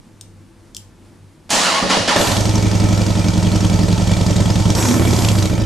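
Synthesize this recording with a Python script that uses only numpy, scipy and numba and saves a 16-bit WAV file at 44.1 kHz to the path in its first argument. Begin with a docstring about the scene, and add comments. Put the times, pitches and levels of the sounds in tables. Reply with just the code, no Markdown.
"""A big V-twin motorcycle engine catches, idles in uneven pairs of beats and is blipped, close behind its two mufflers.
Each beat rings pipes, headers and mufflers and spits a burst of gas noise; the valve gear taps and clatters.
Before it fires, switches snap and the starter's gear teeth grind noisily through three compressions.
Ventilation noise and hum lie beneath, and decaying diffuse reflections give the hard room of a workshop."""
import sys
import numpy as np
from scipy import signal
from scipy.fft import rfft, irfft
from scipy.io import wavfile
from scipy.ndimage import uniform_filter1d
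from numba import njit

SR = 44100
rng = np.random.default_rng(int(sys.argv[2]) if len(sys.argv) > 2 else 0)


def unload_wav(signal):
    """Save mono or channel-first audio to the path in sys.argv[1] as 16-bit WAV at rate SR, clipped to [-1, 1]."""
    wavfile.write(
        sys.argv[1],
        SR,
        np.round(np.clip(np.atleast_2d(signal).T, -1, 1) * 32767).astype(np.int16),
    )


N = 249165
T = np.arange(N) / SR

# crankshaft speed once the engine fires: (time [s], speed [turns/min])
CRANK_SPEED = [(2.16, 1003.0), (2.32, 1251.0), (2.41, 1402.0), (3.15, 1347.0), (3.29, 1294.0),
               (3.56, 1350.0), (3.67, 1304.0), (4.71, 1200.0), (4.88, 2126.0), (5.14, 2212.0),
               (5.23, 1894.0), (5.64, 1360.0)]
FIRST_BEAT_S = 2.16
# deep resonances of the rear cylinder's pipe: (frequency [Hz], width [Hz], level [dB], polarity [+1 or -1])
REAR_PIPE_MODES = [(49.3, 10.3, -6, -1), (102.8, 13, 5.5, 1), (172, 25.7, 1, 1), (168, 144, -7.5, -1),
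                   (302, 45, -14.5, 1)]
# starter drive, racing after each compression and braked by the next:
# (time [s], tooth rate [Hz], relative whine level [dB])
STARTER_TEETH = [(1.5, 800, -42), (1.58, 940, -30), (1.6, 1000, -44), (1.65, 1410, -44), (1.665, 1430, -25),
                 (1.69, 1390, -23), (1.715, 1070, -23), (1.745, 1060, -29), (1.78, 1120, -24),
                 (1.805, 760, -28), (1.835, 570, -21), (1.865, 550, -32), (1.893, 520, -42),
                 (1.897, 1520, -29), (1.92, 1130, -21), (1.955, 740, -25), (1.982, 560, -23),
                 (2.01, 500, -35), (2.078, 450, -48), (2.085, 1750, -30), (2.11, 1180, -23),
                 (2.132, 830, -24), (2.152, 790, -27), (2.162, 580, -16), (2.178, 540, -17),
                 (2.21, 520, -45)]


def undb(db):
    """Decibels to gain."""
    return 10 ** (np.asarray(db) / 20)


def curve(rows, axis=1):
    """One column of a table, joined by straight lines in time."""
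    rows = np.array(rows)
    return np.interp(T, rows[:, 0], rows[:, axis])


def unit(x, span=slice(None)):
    """Scale to rms 1 within a span."""
    return x / np.sqrt(np.mean(x[..., span] ** 2))


def noise():
    """White noise."""
    return rng.standard_normal(N)


def waver(samples):
    """Random drift of rms 1: white noise averaged over a number of samples."""
    return unit(uniform_filter1d(noise(), size=samples))


def colour(x, points):
    """Causal minimum-phase filter of unit power through (frequency [Hz], relative level [dB]) points."""
    hz, db = np.transpose(points)
    size = 4096
    bins_hz = np.arange(size // 2 + 1) * SR / size
    gain = unit(undb(np.interp(np.log(bins_hz + 1), np.log(hz), db)))
    # folding the cepstrum forward in time makes the filter causal
    cepstrum = irfft(np.log(gain))
    cepstrum[1:size // 2] *= 2
    cepstrum[size // 2 + 1:] = 0
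    impulse = irfft(np.exp(rfft(cepstrum)))
    return signal.fftconvolve(x, impulse)[:N]


@njit
def resonate(x, hz, width):
    """Band-pass with a moving centre, gain 1 there."""
    y, band, low = np.empty(len(x)), 0., 0.
    for i in range(len(x)):
        g = np.tan(np.pi * hz[i] / SR)
        damping = width / hz[i]
        # the tiny offset keeps the states out of very slow, denormal numbers
        v = (band + g * (x[i] + 1e-18 - low)) / (1 + g * (g + damping))
        band = 2 * v - band
        low = low + 2 * g * v
        y[i] = damping * v
    return y


def ring(x, modes, stretch=1):
    """A bank of (frequency [Hz], width [Hz], level [dB]) resonances, all frequencies times stretch."""
    return sum(undb(db) * resonate(x, hz * stretch * np.ones(N), float(width)) for hz, width, db in modes)


def strikes(times, sizes):
    samples = np.maximum(np.asarray(times) * SR, 0).astype(int)
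    return np.bincount(samples, sizes, N)[:N]


def fade(x, decay_s):
    """Give each impulse an exponential tail."""
    return signal.lfilter([1], [1, -np.exp(-1 / (abs(decay_s) * SR))], x)


def place(x, pan_db, room_db, t60=0.2, first_s=0.00492):
    """Direct sound, left minus right in dB, plus diffuse reflections that differ at each ear."""
    t = T[:SR // 2]
    tail = rng.standard_normal((2, len(t))) * np.exp(-np.log(1000) * t / t60) * (t > first_s)
    tail /= np.sqrt(np.sum(tail ** 2, axis=1, keepdims=True))
    reflections = signal.fftconvolve(x[None], tail, axes=1)[:, :N]
    return (x + undb(room_db) * reflections) * undb([[pan_db / 2], [-pan_db / 2]])


def ports(x, pan_db):
    """Close to the pipes both channels carry the same wave, shifted in level and phase."""
    # phase by which left leads right: (frequency [Hz], lead [radians])
    port_phase = [(0, 0), (60, 0.83), (110, 0.37), (200, 0.67), (400, 0.97)]
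    hz, lead = np.transpose(port_phase)
    turn = np.exp(.5j * np.interp(np.arange(N // 2 + 1) * SR / N, hz, lead))
    return irfft(rfft(x) * np.array([turn, turn.conj()]), N) * undb([[pan_db / 2], [-pan_db / 2]])


def workshop():
    """Ventilation rumbles and hisses, wavering a little in level, over hums made of narrow noise bands."""
    # ventilation noise: (frequency [Hz], relative level [dB])
    air_colour = [(15, -30), (25, -15), (48, -8.5), (66, -21), (103, -21), (130, -13), (183, -13.5),
                  (237, -13), (342, -17.5), (370, -21.5), (770, -29), (878, -29), (3080, -38.5),
                  (9500, -42), (13000, -53)]
    # ventilation hums: (frequency [Hz], level [dB])
    hum_tones = [(98, -49), (340, -59), (888, -69.5)]
    hum = sum(undb(db) * unit(ring(noise(), [(hz, 6, 0)])) for hz, db in hum_tones)
    air = unit(colour(noise(), air_colour)) * undb(1.0 * waver(SR // 8))
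    return place(undb(-48.5) * air + hum, 0.18, -6.0)


def switches():
    """Handlebar switches: small, sharp plastic snaps of noise that ring their housing."""
    # snaps: (time [s], relative level [dB])
    snap_events = [(0.211, -25.5), (0.7477, -24.5), (0.7664, -18)]
    # colour of the snaps: (frequency [Hz], relative level [dB])
    snap_colour = [(1500, -35), (2500, -17), (3200, -7), (4100, -6), (5300, -1), (6900, -1), (8300, -3),
                   (9500, -8), (12000, -11), (14000, -15)]
    # ringing of the housing: (frequency [Hz], width [Hz], level [dB])
    housing_modes = [(3200, 500, 4), (5300, 450, 3), (6900, 500, -2), (8350, 600, -6)]
    s, db = np.transpose(snap_events)
    snap = fade(strikes(s, undb(db)), 0.0019) * noise()
    snap = snap + ring(snap, housing_modes)
    return place(undb(-3.0) * colour(snap, snap_colour), 2.7, -6.5, t60=0.26)


def cranking():
    """Tooth rate and grinding dB: each stroke takes hold, stays loud and dies away; faster teeth are louder."""
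    # heaves over a compression:
    # (takes hold [s], starts to die away [s], relative grinding level [dB], decay [s])
    strokes = [(1.503, 1.715, -18, 0.52), (1.9, 1.946, -16, 0.18), (2.077, 2.113, -17, 0.41)]
    free_tooth_hz, grind_db_per_octave = 1450, 2.5  # tooth rate between compressions; rise with tooth rate
    hz, db = curve(STARTER_TEETH), np.full(N, -np.inf)
    for start, loudest, top_db, decay_s in strokes:
        dying = np.exp(-np.maximum(T - loudest, 0) / decay_s)
        db = np.where(T >= start, top_db + 20 * np.log10(dying), db)
    return hz, db + grind_db_per_octave * np.log2(hz / free_tooth_hz)


def starter():
    """Gear teeth strike unevenly and ring the case; the drive slams in again after each compression."""
    # colour of grinding and metal blows: (frequency [Hz], relative level [dB])
    grind_colour = [(71, -77), (120, -19), (190, 4), (474, -8), (556, -0.5), (614, 2.5), (1450, -5),
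                    (1570, -7), (1760, -0.5), (1990, -4), (4500, -2.5), (9980, -14.5), (12700, -48),
                    (14000, -82)]
    # ringing of the gear case: (frequency [Hz], width [Hz], level [dB])
    case_modes = [(566, 34, 8), (805, 30, 8), (1070, 60, 7), (1410, 20, 8), (1760, 70, 10), (2517, 25, 8),
                  (2842, 14, 23), (3890, 25, 7), (4450, 77, 3), (7170, 90, 3), (7750, 90, 6)]
    # gear mesh tone and overtones: (multiple of the tooth rate, relative level [dB])
    mesh_orders = [(1, 0), (2, -10), (3, -16)]
    # blows of the drive and first coughs: (time [s], metal level [dB], thud level [dB], decay [s])
    drive_blows = [(1.493, -30, -59, 0.065), (1.529, -19, -24, 0.11), (1.824, -29, -13, 0.029),
                   (1.897, -21, -24, 0.15), (1.968, -28, -14.5, 0.015), (2.077, -22.5, -19, 0.029),
                   (2.157, -42, -21.5, 0.074)]
    # colour of the thuds: (frequency [Hz], relative level [dB])
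    thud_colour = [(40, -4), (120, -5.5), (200, 9), (380, -2), (560, 6), (800, -5.5), (1300, -14),
                   (3000, -66)]
    on_s, off_s = 1.4995, 2.383
    engaged = np.clip((T - on_s) / 0.00059, 0, 1) * np.clip((off_s - T) / 0.053 + .5, 0, 1)
    mesh_hz, grind_db = cranking()
    effort = engaged * undb(grind_db)
    # the tooth rate wavers, both quickly and more slowly
    tooth_hz = mesh_hz * (1 + .035 * waver(150) + 0.012 * waver(900))
    # one impulse of random strength for each tooth
    contacts = np.diff(np.floor(np.cumsum(tooth_hz) / SR), prepend=0) * undb(6.3 * np.minimum(noise(), 2))
    rasp = unit(unit(contacts - contacts.mean()) + 2.0 * noise())

    # backlash smears the mesh tone and its overtones into a rough, gliding whine
    turn = 2 * np.pi * np.cumsum(tooth_hz) / SR
    whine = unit(sum(undb(db + 4 * waver(200)) * np.sin(order * turn) for order, db in mesh_orders))
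    whine = whine * engaged * undb(-1.5 + curve(STARTER_TEETH, axis=2))

    # a broad rasp follows just below the mesh tone
    churn = ring(rasp, [(0.81, 700, 0)], tooth_hz)
    churn = unit(ring(churn, [(1060, 5600, 0)]))
    # the pinion scrapes brightly as it goes home
    scrape = unit(ring(ring(noise(), [(6750, 4000, 0)]), [(7060, 3700, 0)]))
    scrape = scrape * np.exp(-np.maximum(T - on_s, 0) / 0.13)
    gears = undb(-1.5) * colour(rasp, grind_colour) + undb(-13.0) * unit(ring(rasp, case_modes))
    gears = effort * (gears + undb(-10) * churn + undb(2.0) * scrape)

    metal = sum(undb(db) * fade(strikes([s], [1]), decay) for s, db, _, decay in drive_blows)
    thuds = sum(undb(db) * fade(strikes([s], [1]), decay) for s, _, db, decay in drive_blows)
    blows = colour(metal * noise(), grind_colour) + colour(thuds * noise(), thud_colour)
    return place(gears + whine + blows, -1.1, -5.0, t60=0.28)


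def chuffs():
    """Unfired charges pushed out while cranking thump softly in the rear pipe's resonances."""
    # thumps: (time [s], relative level [dB])
    chuff_events = [(1.825, 14), (1.892, 19), (1.997, 31.5)]
    s, db = np.transpose(chuff_events)
    charges = strikes(s, undb(db))
    thumps = sum(np.sign(sign) * ring(charges, [mode]) for *mode, sign in REAR_PIPE_MODES)
    return ports(thumps, -2.0)


def gulp():
    """The snapped-open throttle rasps, and thin whistles glide at the edge of its plate."""
    # rasp while the engine gulps air: (time [s], level [dB])
    rasp_level = [(4.76, -60), (4.81, -27), (4.885, -27), (4.95, -30), (4.98, -60)]
    # whistles at the throttle plate: (starts [s], ends [s], first pitch [Hz], last pitch [Hz], level [dB])
    whistles = [(4.752, 4.83, 5480, 5640, -31), (4.785, 4.828, 7850, 7620, -28),
                (4.86, 4.965, 5720, 5280, -34)]
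    band = [(6200, 2800, 0)]
    out = unit(ring(ring(noise(), band), band)) * undb(curve(rasp_level))
    out = out * (T > rasp_level[0][0]) * (T < rasp_level[-1][0])
    for start, end, first_hz, last_hz, db in whistles:
        hz = curve([(start, first_hz), (end, last_hz)])
        mode = [(1, 110, 0)]  # a 110 Hz wide band that follows the glide
        swell = np.sqrt(np.abs(np.sin(np.pi * np.clip((T - start) / (end - start), 0, 1))))
        out = out + undb(db) * swell * unit(ring(ring(noise(), mode, hz), mode, hz))
    return place(out, -1.1, -10.0)


def crank_times(angle):
    """Times at which the two-turn cycle passes an angle (in cycles)."""
    cycles = np.cumsum(curve(CRANK_SPEED) * (T > FIRST_BEAT_S)) / SR / 120  # two turns a cycle
    return np.interp(np.arange(angle, cycles[-1]) + 1e-9, cycles, T)


def throttle_opening():
    """Each twist opens the throttle, holds it and lets it fall shut."""
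    # twists: (opens [s], starts to close [s], opening [0-1])
    twists = [(2.16, 2.27, 0.52), (4.741, 4.992, 1), (5.153, 5.43, 0.52)]
    open_s, close_s = 0.038, 0.21
    return sum(opening * np.clip((T - opens) / open_s, 0, 1) * np.clip(1 - (T - closes) / close_s, 0, 1)
               for opens, closes, opening in twists)


def intake_rush(throttle, running):
    """Air drawn past the open throttle hisses in proportion to its opening."""
    # colour of the rush: (frequency [Hz], relative level [dB])
    intake_colour = [(1000, 14), (4000, -9), (5800, 1), (7800, 7), (9000, -2), (10500, -0.5), (11800, 5),
                     (13500, -31)]
    return throttle * running * colour(noise(), intake_colour)


def chain_rattle(beats, running, idle_span):
    """Chain and gears rattle on between the valve taps, most just after a firing."""
    # colour of the rattle: (frequency [Hz], relative level [dB])
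    rattle_colour = [(300, -4), (900, 7), (1600, -13.5), (3200, -5), (6400, -2.5), (8000, -5.5),
                     (9500, -10.5), (10500, -30), (11700, -12), (13000, -48)]
    shaken = 0.93 + 0.068 * unit(fade(strikes(beats, None), 0.077), idle_span)
    return colour(running * shaken * noise(), rattle_colour)


def valve_gear():
    """Valves close at fixed cam angles; each tap rings the rocker boxes in a different mix and tuning."""
    # valve closings: (cam angle [cycles], relative level [dB])
    closings = [(0.225, 12), (0.345, 11.5), (0.67, 13.5), (0.819, 4)]
    # ringing of the rocker boxes: (frequency [Hz], width [Hz], level [dB])
    rocker_modes = [(2355, 46, 9.5), (3360, 330, 3), (3870, 200, -6), (4720, 96, 7), (5690, 120, 5),
                    (6700, 270, 2.5)]
    detune, scatter_db, tap_s = 0.03, 4, 0.006  # random spread of pitch and level; decay
    times = np.concatenate([crank_times(angle) for angle, _ in closings])
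    tap_db = np.concatenate([np.full(len(crank_times(angle)), db) for angle, db in closings])
    latest = np.searchsorted(np.sort(times), T)
    out = 0
    for mode in rocker_modes:
        chance = rng.uniform(-1.93, 1, (len(times) + 1, 2))
        taps = fade(strikes(times, undb(tap_db + scatter_db * chance[1:, 0])), tap_s) * noise()
        out = out + ring(taps, [mode], 1 + detune * chance[latest, 1])
    return out


def knocks(racing, heat, span):
    """Pressure waves running between the two pipes knock at fixed cam angles, a little different each cycle."""
    # knocks: (cam angle [cycles], frequency [Hz], width [Hz], relative level [dB])
    pipe_knocks = [(-0.015, 945, 270, -44.5), (0.214, 611, 110, -39), (0.21, 930, 200, -48),
                   (0.224, 313.7, 49, -33.5), (0.241, 324.8, 12.6, -36), (0.251, 197, 72, -28),
                   (0.395, 553, 150, -35), (0.455, 920, 200, -47), (0.482, 318, 53, -37.5),
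                   (0.812, 572, 110, -41.5)]
    scatter_db, detune = 1.3, 0.02  # random spread from cycle to cycle
    out = 0
    for angle, hz, width, db in pipe_knocks:
        times = crank_times(angle % 1)
        chance = rng.standard_normal((len(times) + 1, 2))
        # retuned 5 ms before each knock begins
        tuning = heat * (1 + detune * chance[np.searchsorted(times - .005, T), 1])
        mode = [(hz, width, 0)]
        hits = strikes(times, undb(scatter_db * chance[1:, 0]))
        waves = ring(ring(hits, mode, tuning), mode, tuning)
        out = out + undb(db) * unit(waves, span)
    return out * undb(-9 * racing)  # softer as the engine races


def slap(beats):
    """The steep front of each puff leaves the muffler mouth as a short, hollow crack."""
    # ringing of the mouth: (frequency [Hz], width [Hz], level [dB])
    mouth_modes = [(650, 140, -11), (944, 71, -5), (1360, 710, -12)]
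    pulses = strikes(beats, undb(4.7 * rng.standard_normal(len(beats))))
    burst = unit(fade(pulses, 0.0056)) * noise()
    return ring(unit(pulses) + undb(24.0) * burst, mouth_modes)


def gas_jet(beats):
    """The jet tears out just after each pressure front, in ragged bursts that each have their own colour."""
    # beats that crack out above the others: (time [s], extra level [dB])
    loud_cracks = [(2.161, 4), (2.453, 1), (2.552, 2), (2.624, 2.5), (2.8, 1), (3.015, 2.5), (3.283, 2.5),
                   (3.557, 3), (3.646, 4.5), (4.072, 2.5), (4.115, 1.5), (4.263, 2.5), (4.362, 4),
                   (4.701, 5.5), (4.75, 7), (4.786, 2), (4.8245, 3), (4.854, 3.5), (4.885, 6.5), (4.94, 5),
                   (5.2467, 7), (5.285, 6.5), (5.385, 7), (5.424, 8), (5.455, 6.5)]
    # colour of the gas jet: (frequency [Hz], relative level [dB])
    gas_colour = [(600, 11), (1700, -2), (3200, 6.5), (4500, 5.5), (6500, 6), (8000, 3), (9500, -2.5),
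                  (10500, -14.5), (11700, -4.5), (13000, -105)]
    times, extra_db = np.sort(beats) + 0.00027, np.zeros(len(beats))
    for s, db in loud_cracks:
        nearest = np.argmin(abs(times - s))
        times[nearest], extra_db[nearest] = s, db
    # each burst's hiss peak is drawn around 4200 Hz
    peak_hz = 4200 * 2 ** (0.55 * rng.uniform(-0.75, 1, len(times) + 1))
    puffs = fade(fade(strikes(times, undb(extra_db)), 0.0024), 0.0024)
    jet = puffs * noise() * undb(2 * waver(30))
    jet = jet + ring(jet, [(0.98, 700, 3)], peak_hz[np.searchsorted(times, T)])
    return colour(jet, gas_colour)


def exhaust(beats, pipe, throttle, heat):
    """One cylinder: each blow-down rings its pipe, and the turbulent flow behind it rings it unevenly."""
    # resonances of the header pipes: (frequency [Hz], width [Hz], level [dB])
    header_modes = [(205, 30, -6), (245, 24, 0), (318, 20, 7), (390, 36, -1)]
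    # overtones of the mufflers: (frequency [Hz], width [Hz], level [dB])
    muffler_modes = [(295, 30, 10), (402, 65, 5), (528, 135, 1.5), (640, 52, -19), (885, 10.7, 5.5),
                     (960, 31, -52), (1278, 48, -1), (1400, 62, -33), (1771, 48, -6), (1890, 25, -8.5),
                     (2240, 26, -4.5), (2650, 36, -16)]
    # low buffeting by each puff: (frequency [Hz], relative level [dB])
    buffet_colour = [(12, -20), (22, -6), (32, 2), (42, -4), (55, -18), (90, -27), (300, -48)]
    chance = rng.standard_normal((len(beats), 2)).T
    pulses = unit(strikes(beats + 0.00018 * chance[0], undb(1.0 * chance[1])))
    flow = unit(fade(pulses, .014)) * noise()

    # turbulence in the pipe grows with the throttle
    drive = pulses + undb(-19 + 11 * throttle) * flow
    boom = 0
    for hz, width, db, sign in pipe:
        # under throttle the boom narrows onto the strongest resonance, near 100 Hz
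        narrowed = drive * undb(-9 * throttle * abs(np.log2(hz / 100)))
        boom = boom + np.sign(sign) * ring(narrowed, [(hz, width, db)], heat)

    # the headers get turbulence after each beat, and a steady roar between beats under throttle
    header_drive = pulses + undb(-7) * flow + undb(-9) * throttle ** 2 * noise()
    # the growl sinks as the throttle shuts and the gas in the headers cools
    header_tuning = heat * (1 - 0.07 * (1 - throttle))
    growl = ring(ring(header_drive, header_modes, header_tuning), [(229.0, 32, 0)])

    muffler_flow = unit(fade(pulses, 0.03)) * noise()
    bark = ring(pulses + undb(7.5) * muffler_flow, muffler_modes, np.sqrt(heat))
    return np.array([boom, growl, bark, colour(flow, buffet_colour)])


def engine():
    """Two cylinders 45 degrees apart fire 315 and 405 degrees after each other."""
    # running engine: (time [s], relative boom level [dB], relative treble level [dB])
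    running_level = [(2.2, -28, -22.5), (2.38, -19.5, -24.5), (2.65, -19.5, -29), (3.8, -18, -29.5),
                     (4.66, -15, -27.5), (4.78, -19.5, -29), (4.9, -22.5, -31.5), (5.0, -11.5, -34.5),
                     (5.14, -15.5, -25), (5.4, -16.5, -31), (5.52, -19.5, -34.5), (5.64, -21, -37)]
    # deep resonances of the front cylinder's pipe:
    # (frequency [Hz], width [Hz], level [dB], polarity [+1 or -1])
    front_pipe_modes = [(52.4, 6.1, -2.5, -1), (103.3, 12.6, 3, 1), (173.3, 8.2, 2.5, 1),
                        (211, 49.4, -2.5, -1), (217, 17, -2, 1), (300.6, 5.2, -10, 1)]
    idle_span = slice(3 * SR, 9 * SR // 2)
    idle_rpm = 1400
    front, rear = crank_times(0), crank_times(315 / 720)
    beats = np.r_[front, rear]
    boom_db, treble_db = curve(running_level, axis=1), curve(running_level, axis=2)
    throttle = throttle_opening()
    load = fade(throttle, 0.075) / (0.075 * SR)  # the manifold takes a moment to fill and to empty
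    racing = np.maximum(curve(CRANK_SPEED) / idle_rpm - 1, 0)  # 1 at twice idle speed
    # racing heats the gas, which lifts the pipes' pitches
    heat_s = 0.87
    warmth = fade(racing, heat_s) / (heat_s * SR)
    heat = 1 + 0.025 * warmth
    running = np.clip((T - FIRST_BEAT_S) / 0.01, 0, 1)
    catching = np.exp(-np.maximum(T - FIRST_BEAT_S, 0) / 0.092)

    cylinders = exhaust(front, front_pipe_modes, throttle, heat) + exhaust(rear, REAR_PIPE_MODES, throttle, heat)
    boom, growl, bark, buffet = [unit(layer, idle_span) for layer in cylinders]
    # as the engine races its beats overlap, so each counts for less
    pipes = boom * undb(boom_db + 4 - 4.2 * racing) + growl * undb(-35 + 18 * load)
    buffet = buffet * undb(boom_db - 15 - 9 * racing)
    # the first, rich firings bark louder; the bark softens as the pipes heat up
    bark = bark * undb(-29 + 1 * throttle + 11.5 * catching - 23.5 * warmth)

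    rear_lag_s = 0.0011  # the rear cylinder's gas arrives a little later
    gas = unit_gas = gas_jet(np.r_[front, rear + rear_lag_s])
    gas = unit(unit_gas, idle_span) * undb(treble_db - 4 + 1.0 * throttle - 0.83 * racing)
    crack = unit(slap(beats), idle_span) * undb(-47.5 + 11 * throttle)
    clatter = chain_rattle(beats, running, idle_span) * undb(treble_db - 2.5)
    clatter = clatter + undb(-37) * unit(valve_gear(), idle_span)
    intake = intake_rush(throttle, running) * undb(treble_db + 5.5)
    return (ports(pipes, -2.6)
            + buffet * np.array([[0], [1]])  # right channel only
            + place(bark, -1.7, -1.0, t60=1.0)
            + place(knocks(racing, heat, idle_span), -1.8, -6.5)
            + place(gas + crack, -.3, -7.5, t60=0.19)
            + place(clatter + intake, -1.3, -8.5))


def scene():
    """All sources in the one room."""
    return workshop() + switches() + starter() + chuffs() + gulp() + engine()


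def record(dry):
    """Soft saturation rounds the highest peaks and a steep low-pass cuts the top."""
    ceiling, top_hz = 1.1, 13800
    rounded = ceiling * np.tanh(dry / ceiling)
    return signal.sosfilt(signal.ellip(8, .2, 70, top_hz, fs=SR, output="sos"), rounded)


dry = scene()
out = record(dry)
unload_wav(out)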